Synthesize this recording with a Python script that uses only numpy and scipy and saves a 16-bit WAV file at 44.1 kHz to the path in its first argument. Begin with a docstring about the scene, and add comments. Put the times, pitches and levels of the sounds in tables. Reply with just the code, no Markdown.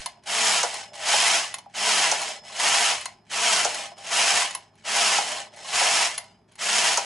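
"""A knitting machine carriage slides out of one pull, a latch cracks, then nine passes follow in a small room.
Cams strike the steel needle butts, over 200 a second at top speed: jittered ticks and scrapes through resonances.
Clear of the needles the carriage rubs along its rail: scraped noise through combs that glide with its place.
Catches and a trip lever snap, the shell rocks and the table shudders: short noise bursts through resonances.
Behind it lie quiet room air (shaped noise) and a faint wavering hum (two sines)."""
import sys
import numpy as np
from scipy import signal
from scipy.fft import rfft, irfft, next_fast_len
from scipy.io import wavfile
from scipy.ndimage import map_coordinates

SR = 44100
rng = np.random.default_rng(int(sys.argv[2]) if len(sys.argv) > 2 else 0)


def transcribe(u):
    """Save the signal u as a 16-bit wav file named by the first command-line argument.

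    u: samples, shape (n,) or (channels, n), limited to [-1, 1]; the rate is SR.
    q: integer samples, one column per channel.
    """
    v = np.clip(np.atleast_2d(u).T, -1, 1)
    q = np.round(v * 32767).astype(np.int16)
    wavfile.write(sys.argv[1], SR, q)


N = 310884
TOP_HZ = 11150

# room air spectrum: f/Hz, relative level/dB
AIR_SPECTRUM = [(25, -33), (60, -0.5), (105, -6.5), (150, 2.5), (220, 2.5), (300, -7.5), (400, -1),
                (550, -23.5), (850, -10.5), (1300, -17.5), (3000, -32), (11000, -45)]
# hum partials: f/Hz, mean level/dB rms
HUM_PARTIALS = [(105, -70.5), (215, -73.5)]
# reverberation: f/Hz, t60/s
ROOM_T60 = [(150, 0.24), (1000, 0.31), (4000, .24), (11000, 0.13)]
# left-right likeness: f/Hz, likeness/1
EAR_LIKENESS = [(30, .9), (110, 1), (300, 0.91), (600, .93), (1200, 0.8), (2500, 0.86), (4200, 0.72),
                (7500, 0.86), (11000, .93)]

# cam latch and other small catches: t/s, relative level/dB, treble/dB (half is added to the crack)
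CATCH_EVENTS = [(0.0598, -13, -15.5), (0.236, -46, -14), (0.7422, -19.5, -11.5), (0.95, -37, -10),
                (1.5414, -15, -10), (1.5848, -26, -7.5), (2.217, -18, -8), (2.4658, -36, -16.5),
                (3.0106, -23.5, -14.5), (3.0565, -16, -6.5), (3.745, -18, -8), (3.982, -35, -13),
                (4.5082, -24, -12), (4.5496, -15, -12), (4.754, -53, -20.5), (5.5622, -37, -14),
                (6.1789, -12.5, -16), (6.2407, -37.5, -12), (6.52, -46, -12), (6.555, -37.5, -9.5)]
# carriage strikes the trip lever: t/s, snap level/dB, relative knock level/dB
TRIP_EVENTS = [(.631, -17, -19), (1.131, -32.5, -20.5), (2.115, -16.5, -23), (2.64, -33.5, -28.5),
               (3.648, -17.5, -22.5), (4.185, -37.5, -29.5), (5.18, -19.5, -23.5), (5.81, -27.5, -22.5),
               (6.973, -15.5, -20.5)]
# loose shell rocks as the hand turns round: t/s, relative level/dB
ROCK_EVENTS = [(0.173, -41), (0.233, -54), (1.588, -40), (1.66, -37), (2.452, -45), (3.913, -35),
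               (3.982, -37.5)]
# table shudders faintly under the moving carriage: t/s, level/dB
SHUDDER_EVENTS = [(1.18, -54), (2.71, -54), (2.93, -50), (3.64, -52), (4.33, -55), (5.735, -51)]

# table resonances: f/Hz, width/Hz, relative level/dB
TABLE_MODES = [(65, 25, 0), (100, 30, -1.5), (160, 35, -4)]
# shell jolted by the lever: f/Hz, width/Hz, relative level/dB
KNOCK_MODES = [(394, 38, -13), (491.8, 40, -7.5), (586.2, 30, 1), (713, 50, 0.5), (816, 46, 4.5),
               (980, 110, -6.5), (1420, 88, -7.5)]
# steel catches: f/Hz, width/Hz, relative level/dB
LATCH_MODES = [(837, 110, -12), (960, 59, -4.5), (1080, 52, -4), (2066, 33, -7), (2620, 60, -9),
               (2992, 45, -3.5), (4234, 65, -2.5), (6780, 93, -5), (9000, 79, -4.5), (10640, 330, -7)]
# carriage shell: f/Hz, width/Hz, relative level/dB
SHELL_MODES = [(591.3, 28.5, -4.5), (661, 46, 0), (723, 44, 2), (811, 21, 4), (967, 52, 0.5)]
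# shell sliding freely: f/Hz, width/Hz, relative level/dB
HOLLOW_MODES = [(336, 16, -24.5), (612, 37, 0.5), (695, 43, -3), (808, 87, -1.5)]
# rail: f/Hz, width/Hz, relative level/dB
RAIL_MODES = [(1705, 33, -0.5), (1950, 70, 0), (2207, 47, 2), (2980, 136, 0), (4164, 30, -1.5),
              (5246, 59.8, -3), (6520, 120, -6.5), (7150, 43, -7), (7850, 63, -2.5), (8070, 59, -13),
              (9560, 160, -12.5)]
# needle bed: f/Hz, width/Hz, relative level/dB
BED_MODES = [(1336, 57, -1.5), (1710, 47, -1), (2690, 149, 0), (5229, 229, -2), (11130, 650, -10)]
# idle needles, far end: f/Hz, width/Hz, relative level/dB
FAR_RING_MODES = [(3450, 2.2, -11), (5130, 4.1, -2.5), (5222, 3.27, 3), (5170, 4.5, -5), (7160, 4, -16.5)]
# idle needles, near end: f/Hz, width/Hz, relative level/dB
NEAR_RING_MODES = [(4942, 4, 0), (5195, 4, -4)]

# crack of a catch: f/Hz, relative level/dB
CRACK_SPECTRUM = [(200, -32.5), (700, 2.5), (3000, 2.5), (7000, -2), (11000, -5.5)]
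# snap of the trip lever: f/Hz, relative level/dB
SNAP_SPECTRUM = [(400, -25), (1300, -3), (3000, -10), (4500, -4), (6300, 5), (8000, -5), (11000, -10.5)]
# butts rasping in the cams: f/Hz, relative level/dB
RASP_SPECTRUM = [(500, -36), (950, -3), (1500, -3.5), (2100, -1.5), (2700, -0.5), (3150, 1), (3500, -5),
                 (4500, -4.5), (5200, -2), (5800, -4), (6600, -2.5), (8000, -6.5), (9800, -10),
                 (11000, -10)]
# carriage rubbing on the rail: f/Hz, relative level/dB
SLIDE_SPECTRUM = [(600, -43.5), (1200, -5.5), (2000, -1.5), (3000, -0.5), (3700, -3), (6500, -3.5),
                  (9000, -7.5), (11200, -12.5)]
# low growl of the carriage: f/Hz, relative level/dB
GROWL_SPECTRUM = [(50, -28.5), (130, -12.5), (185, -3.5), (225, 2), (290, -4.5), (380, -0.5), (470, 6),
                  (600, -8), (1000, -37.5)]

# pushes away from the near end: sets off t/s, first cam meets needles t/s, main cam meets them t/s,
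# leaves them t/s, top speed/(needles/s), run-in level/dB, run-out level/dB
PUSH_PASSES = [(0.221, 0.254, 0.357, 0.617, 232.0, -49.4, -30.7),
               (1.684, 1.735, 1.804, 2.109, 222.0, -54.8, -26.5),
               (3.24, 3.292, 3.394, 3.642, 238.0, -53.7, -28.5),
               (4.735, 4.838, 4.931, 5.193, 234.0, -56.7, -27.6),
               (6.47, 6.577, 6.675, 6.958, 217.0, -59.3, -30.3)]
# pulls back to the near end, first one already under way: same columns
PULL_PASSES = [(-0.55, -0.48, -0.42, -0.051, 226.0, -42.0, -29.4),
               (0.922, 1.007, 1.053, 1.401, 227.0, -33.0, -25.9),
               (2.427, 2.53, 2.585, 2.94, 226.0, -36.7, -28.4),
               (3.949, 4.029, 4.106, 4.438, 225.0, -40.0, -27.5),
               (5.508, 5.646, 5.726, 6.071, 228.0, -40.9, -27.6)]
# arm speed through a push: stage/1, share of top speed/1
# stages: 0 sets off, 1 first cam, 2 main cam, 3 leaves needles, 4 stops
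PUSH_ARM = [(0, .11), (.8, .25), (1.3, .76), (2.25, 1), (3, .7), (3.6, .47), (4, .11)]
# arm speed through a pull: stage/1, share of top speed/1
PULL_ARM = [(0, .11), (1, .52), (2, .85), (2.4, 1), (3, .75), (4, .11)]
LAST_STOP_S = 7.28

WORK_DB = -20.8  # steel rasp, both cams in the needles
# shell levels ahead of its own trim
SHELL_WORK_DB = -8.6  # re needle work
SHELL_SLIDE_NEAR_DB, SHELL_SLIDE_FAR_DB = -10, -4.8  # re sliding
CREEP_NEAR_DB, CREEP_FAR_DB = -67, -52  # faint rub, left even at a crawl
DULL_BELOW_DB, DULL_HZ = -57, 4000  # weak sliding rubs duller: around this level, above this pitch
RATTLE_DB, NEEDLES_PER_RATTLE = -7, 5  # loose catches jiggle in sliding


def amp(db):
    """Decibels to gain."""
    return 10 ** (np.asarray(db) / 20)


def unit(x):
    """Scale to rms 1."""
    return x / np.sqrt(np.mean(np.abs(x) ** 2) + 1e-20)


def along(points, hz):
    """Interpolate (Hz, value) points on a log frequency axis."""
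    f, v = np.transpose(points)
    return np.interp(np.log(hz + 1), np.log(f + 1), v)


def wobble(knots_per_s):
    """Smooth random curve."""
    knots = rng.standard_normal(int(N * knots_per_s / SR) + 4)
    return map_coordinates(knots, [np.arange(N) * knots_per_s / SR])


def filtered(x, response):
    """x times a response over frequency."""
    m = next_fast_len(N + SR // 2)
    return irfft(rfft(x, m) * response(np.fft.rfftfreq(m, 1 / SR)), m)[..., :N]


def coloured(x, spectrum):
    """x through a broad spectrum, unit power gain."""
    return filtered(x, lambda hz: unit(amp(along(spectrum, hz)) * (hz < TOP_HZ)))


def rung(x, modes):
    """x through a body's resonances of alternating sign, unit power gain."""
    def response(hz):
        total = 0
        for k, (centre, width, db) in enumerate(modes):
            damping = 1j * hz * width
            total = total + (-1) ** k * amp(db) * damping / (centre ** 2 - hz ** 2 + damping)
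        return unit(total)
    return filtered(x, response)


def dulled(x):
    """Roll off above DULL_HZ."""
    return filtered(x, lambda hz: 1 / (1 + (hz / DULL_HZ) ** 2))


def bursts(times_s, levels_db, t60):
    """Contacts that chatter briefly: noise decaying by 60 dB in t60 s, cut at 0.2 s."""
    out, t = np.zeros(N + SR), np.arange(SR // 5) / SR
    for s, db in zip(times_s, levels_db):
        start = max(round(s * SR), 0)
        out[start:start + len(t)] += amp(db - 60 * t / t60) * rng.standard_normal(len(t))
    return out[:N]


def ticks(travel, scatter, size_db, count):
    """Each of count cams strikes once per needle, scattered in time (needles) and strength (dB)."""
    out, needles = np.zeros(N), np.arange(int(travel[-1]))
    for _ in range(count):
        struck = needles + rng.random() + scatter * rng.standard_normal(len(needles))
        at = np.interp(struck, travel, np.arange(N)).astype(int)
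        strength = amp(size_db * np.clip(rng.standard_normal(len(at)), -2, 2))
        out += np.bincount(at, strength, N)
    return unit(out / np.sqrt(np.gradient(travel)))  # power independent of speed


def scraped(hits, t60):
    """Every hit drags on as a short noise scrape, 60 dB down in t60 s."""
    t = np.arange(SR // 20) / SR
    power = np.abs(signal.fftconvolve(hits ** 2, amp(-60 * t / t60) ** 2)[:N])
    return unit(np.sqrt(power) * rng.standard_normal(N))


def delayed(x, place, near_s, far_s):
    """x over a path whose length follows the carriage."""
    delay_s, n = near_s + (far_s - near_s) * place, np.arange(N)
    return np.interp(n - delay_s * SR, n, x)


def swept(x, place, near_s, far_s, echo_db):
    """Waves return from an end of the bed as the carriage moves: a comb of gliding resonances."""
    echo = amp(echo_db) * delayed(x, place, near_s, far_s)
    return (x + echo) / np.hypot(1, amp(echo_db))


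def echoed(x, t60_points):
    """x through a diffuse noise tail, each frequency dying at its own rate."""
    hz, t, z = signal.stft(rng.standard_normal(SR // 2), SR, nperseg=256)
    decay = amp(-60 * t / along(t60_points, hz)[:, None])
    tail = signal.istft(z * decay, SR, nperseg=256)[1]
    late = np.pad(x, (SR // 300, 0))
    return signal.fftconvolve(late, tail / np.linalg.norm(tail))[:N]


def background():
    """Quiet room air as shaped noise, and hum partials wavering in level and phase."""
    t = np.arange(N) / SR
    hum = np.zeros(N)
    for hz, db in HUM_PARTIALS:
        level = amp(db + 2 * wobble(4)) * np.sqrt(2)
        hum += level * np.sin(2 * np.pi * hz * t + 0.59 * wobble(7))
    return hum + amp(-63) * coloured(rng.standard_normal(N), AIR_SPECTRUM)


def knocks():
    """The trip lever snaps and jolts the hollow shell, which also rocks at turns; the table shudders."""
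    trip_s, snap_db, knock_db = np.transpose(TRIP_EVENTS)
    snap = coloured(bursts(trip_s, snap_db, t60=0.05), SNAP_SPECTRUM)
    jolt = rung(bursts(trip_s + 0.00191, knock_db + 2, t60=0.095), KNOCK_MODES)
    turn_s, turn_db = np.transpose(ROCK_EVENTS)
    rock = rung(bursts(turn_s, turn_db - 0.5, t60=0.022), SHELL_MODES)
    shudder = rung(bursts(*np.transpose(SHUDDER_EVENTS), t60=0.2), TABLE_MODES)
    return snap + jolt + rock + shudder


def catches():
    """Small steel catches snap over with a crack and a short ring; the shell rings on faintly."""
    s, db, treble_db = np.transpose(CATCH_EVENTS)
    crack = coloured(bursts(s, db + .5 * treble_db - 7, t60=0.039), CRACK_SPECTRUM)
    shell = rung(bursts(s, db - 32, t60=.35), SHELL_MODES)
    latch = rung(bursts(s, db - 6, t60=0.022), LATCH_MODES)
    return crack + latch + shell


def turns():
    """Times at which the hand turns round, with the first start and the last stop, in s."""
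    return np.sort([row[0] for row in PUSH_PASSES + PULL_PASSES] + [LAST_STOP_S])


def rise(t, attack_s):
    """0 before t = 0, then closing in on 1."""
    return 1 - np.exp(-np.maximum(t, 0) / attack_s)


def passes(rows, arm, first_share, first_attack_s, main_attack_s, release_s,
           fade_db_per_s, brake_s, brake_power, set_off_s):
    """The carriage slides in, two cams bite in turn and let go, it brakes: speed, needle work, sliding."""
    t, ends = np.arange(N) / SR, turns()
    speed, work, slide = np.zeros((3, N))
    for start, first, main, leave, top, in_db, out_db in rows:
        stop = ends[np.searchsorted(ends, start) + 1]
        on = (t >= start) & (t < stop)
        s, marks = t[on], [start, first, main, leave, stop]
        stage = np.interp(s, marks, np.arange(len(marks)))
        speed[on] = top * np.interp(stage, *np.transpose(arm))
        engaged = .5 - .5 * np.tanh((s - leave) / release_s)
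        first_bite = first_share * rise(s - first, first_attack_s)
        main_bite = (1 - first_share) * rise(s - main, main_attack_s)
        work[on] = amp(WORK_DB) * engaged * (first_bite + main_bite)
        brake = np.minimum((stop - s) / brake_s, 1) ** brake_power
        run_out = amp(out_db - fade_db_per_s * np.maximum(s - leave, 0)) * brake
        run_in = amp(in_db) * rise(s - start, set_off_s)
        slide[on] = np.hypot(run_in * engaged, run_out * (1 - engaged))
    return np.array([speed, work, slide])


def motion():
    """Needles passed, place on the bed (0 near, 1 far), strengths of needle work and sliding."""
    away = passes(PUSH_PASSES, PUSH_ARM, first_share=.8, first_attack_s=.063, main_attack_s=.035,
                  release_s=.054, fade_db_per_s=30.6, brake_s=.131, brake_power=1.28, set_off_s=.031)
    back = passes(PULL_PASSES, PULL_ARM, first_share=.29, first_attack_s=.034, main_attack_s=.025,
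                  release_s=.043, fade_db_per_s=142, brake_s=.139, brake_power=.4, set_off_s=.085)
    speed, work, slide = away + back
    travel = np.cumsum(np.maximum(speed, 10)) / SR
    ends = turns()
    travel_at_ends = np.interp(ends, np.arange(N) / SR, travel)[1:]
    place = np.interp(travel, travel_at_ends, np.arange(len(ends) - 1) % 2)
    return travel, place, work, slide


def rail_slide(travel, rub, slide):
    """Rubbing excites the rail, duller when weak; loose catches jiggle along."""
    rail = unit(coloured(rub, SLIDE_SPECTRUM) + amp(-4.5) * rung(rng.standard_normal(N), RAIL_MODES))
    bright = slide / (slide + amp(DULL_BELOW_DB))
    rail = bright * rail + (1 - bright) * dulled(rail)
    jiggle = scraped(ticks(travel / NEEDLES_PER_RATTLE, scatter=.4, size_db=4, count=1), t60=.02)
    return amp(-.7) * rail + amp(RATTLE_DB) * dulled(rung(jiggle, LATCH_MODES))


def needle_rasp(travel, butts):
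    """Butts tick and scrape through the cams, ringing the bed."""
    drag = scraped(ticks(travel, scatter=.4, size_db=2.5, count=3), t60=0.052)
    rattle = unit(0.54 * butts + drag)
    bed = rung(scraped(butts, t60=0.0027), BED_MODES)
    return unit(coloured(rattle, RASP_SPECTRUM) + amp(-12.5) * bed)


def idle_ring(steel, place, working):
    """Idle needles at either end keep ringing after the carriage has brushed them."""
    far = rung(steel * amp(-42 + 26 * place * (1 - working)), FAR_RING_MODES)
    near = rung(steel * (1 - place) * (1 - working), NEAR_RING_MODES)
    return far + amp(-23) * near


def carriage(travel, place, work, slide):
    """Butts rattle through the cams; out of work, the hollow shell just slides on its rail."""
    rasp_db = 20 * np.log10(np.hypot(work, slide) + amp(-80))
    creep = amp(CREEP_NEAR_DB + (CREEP_FAR_DB - CREEP_NEAR_DB) * place)
    hollow = amp(SHELL_SLIDE_NEAR_DB + (SHELL_SLIDE_FAR_DB - SHELL_SLIDE_NEAR_DB) * place) * slide
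    shell_db = 10 * np.log10((amp(SHELL_WORK_DB) * work) ** 2 + hollow ** 2 + creep ** 2)
    working = 1 / (1 + np.exp(-(rasp_db + 31) / 3))  # needles' share of the power

    def blend(busy, idle):
        return np.sqrt(working) * busy + np.sqrt(1 - working) * idle

    # uneven drag, more so when sliding freely
    grip = amp(.6 * wobble(70) + .8 * (1 - working) * wobble(35))
    butts = ticks(travel, scatter=.25, size_db=2.3, count=6)
    rub = scraped(ticks(travel, scatter=.4, size_db=3, count=5), t60=.03)

    steel = amp(rasp_db) * grip * blend(needle_rasp(travel, butts), rail_slide(travel, rub, slide))
    steel = swept(steel, place, near_s=0.001186, far_s=.004, echo_db=-10.5)
    steel = swept(steel, place, near_s=.011, far_s=.007, echo_db=-9.5)
    ring = idle_ring(steel, place, working)

    # leading cam lifts needle after needle: evenly when pushed away, raggedly when pulled back
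    outward = np.gradient(place) > 0
    even = ticks(travel, scatter=0.056, size_db=0.5, count=1)
    ragged = ticks(travel, scatter=.22, size_db=2.5, count=1)
    beat = np.where(outward, even, ragged)
    clatter = rung(unit(1.12 * beat + scraped(butts, t60=.012)), SHELL_MODES)
    free = swept(rung(rub, HOLLOW_MODES), place, near_s=.018, far_s=.0085, echo_db=-10)
    shell = amp(shell_db - 2.0) * grip * blend(clatter, free)

    rough_beat = unit(beat + 0.78 * rng.standard_normal(N))
    growl_gain = amp(shell_db - 16.5 + 2 * outward)
    growl = coloured(growl_gain * blend(rough_beat, 0.48 * rub), GROWL_SPECTRUM)
    return steel + ring + shell + growl


def scene():
    """Machine straight ahead; near walls, at changing distances, make the two ears differ."""
    travel, place, work, slide = motion()
    machine = carriage(travel, place, work, slide) + catches() + knocks()
    mid = machine + amp(-13) * echoed(machine, ROOM_T60) + background()

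    def width(hz):
        return np.tan(np.arccos(np.clip(along(EAR_LIKENESS, hz), 0, .98)) / 2)

    walls = delayed(echoed(mid, [(200, 0.055), (8000, 0.05)]), place, near_s=.0005, far_s=.003)
    side = filtered(walls, width)
    return np.array([mid + side, mid - side])


def record(dry):
    """Steep low-pass at TOP_HZ."""
    return filtered(dry, lambda hz: 1 / np.sqrt(1 + (hz / TOP_HZ) ** 400))


dry = scene()
out = record(dry)
transcribe(out)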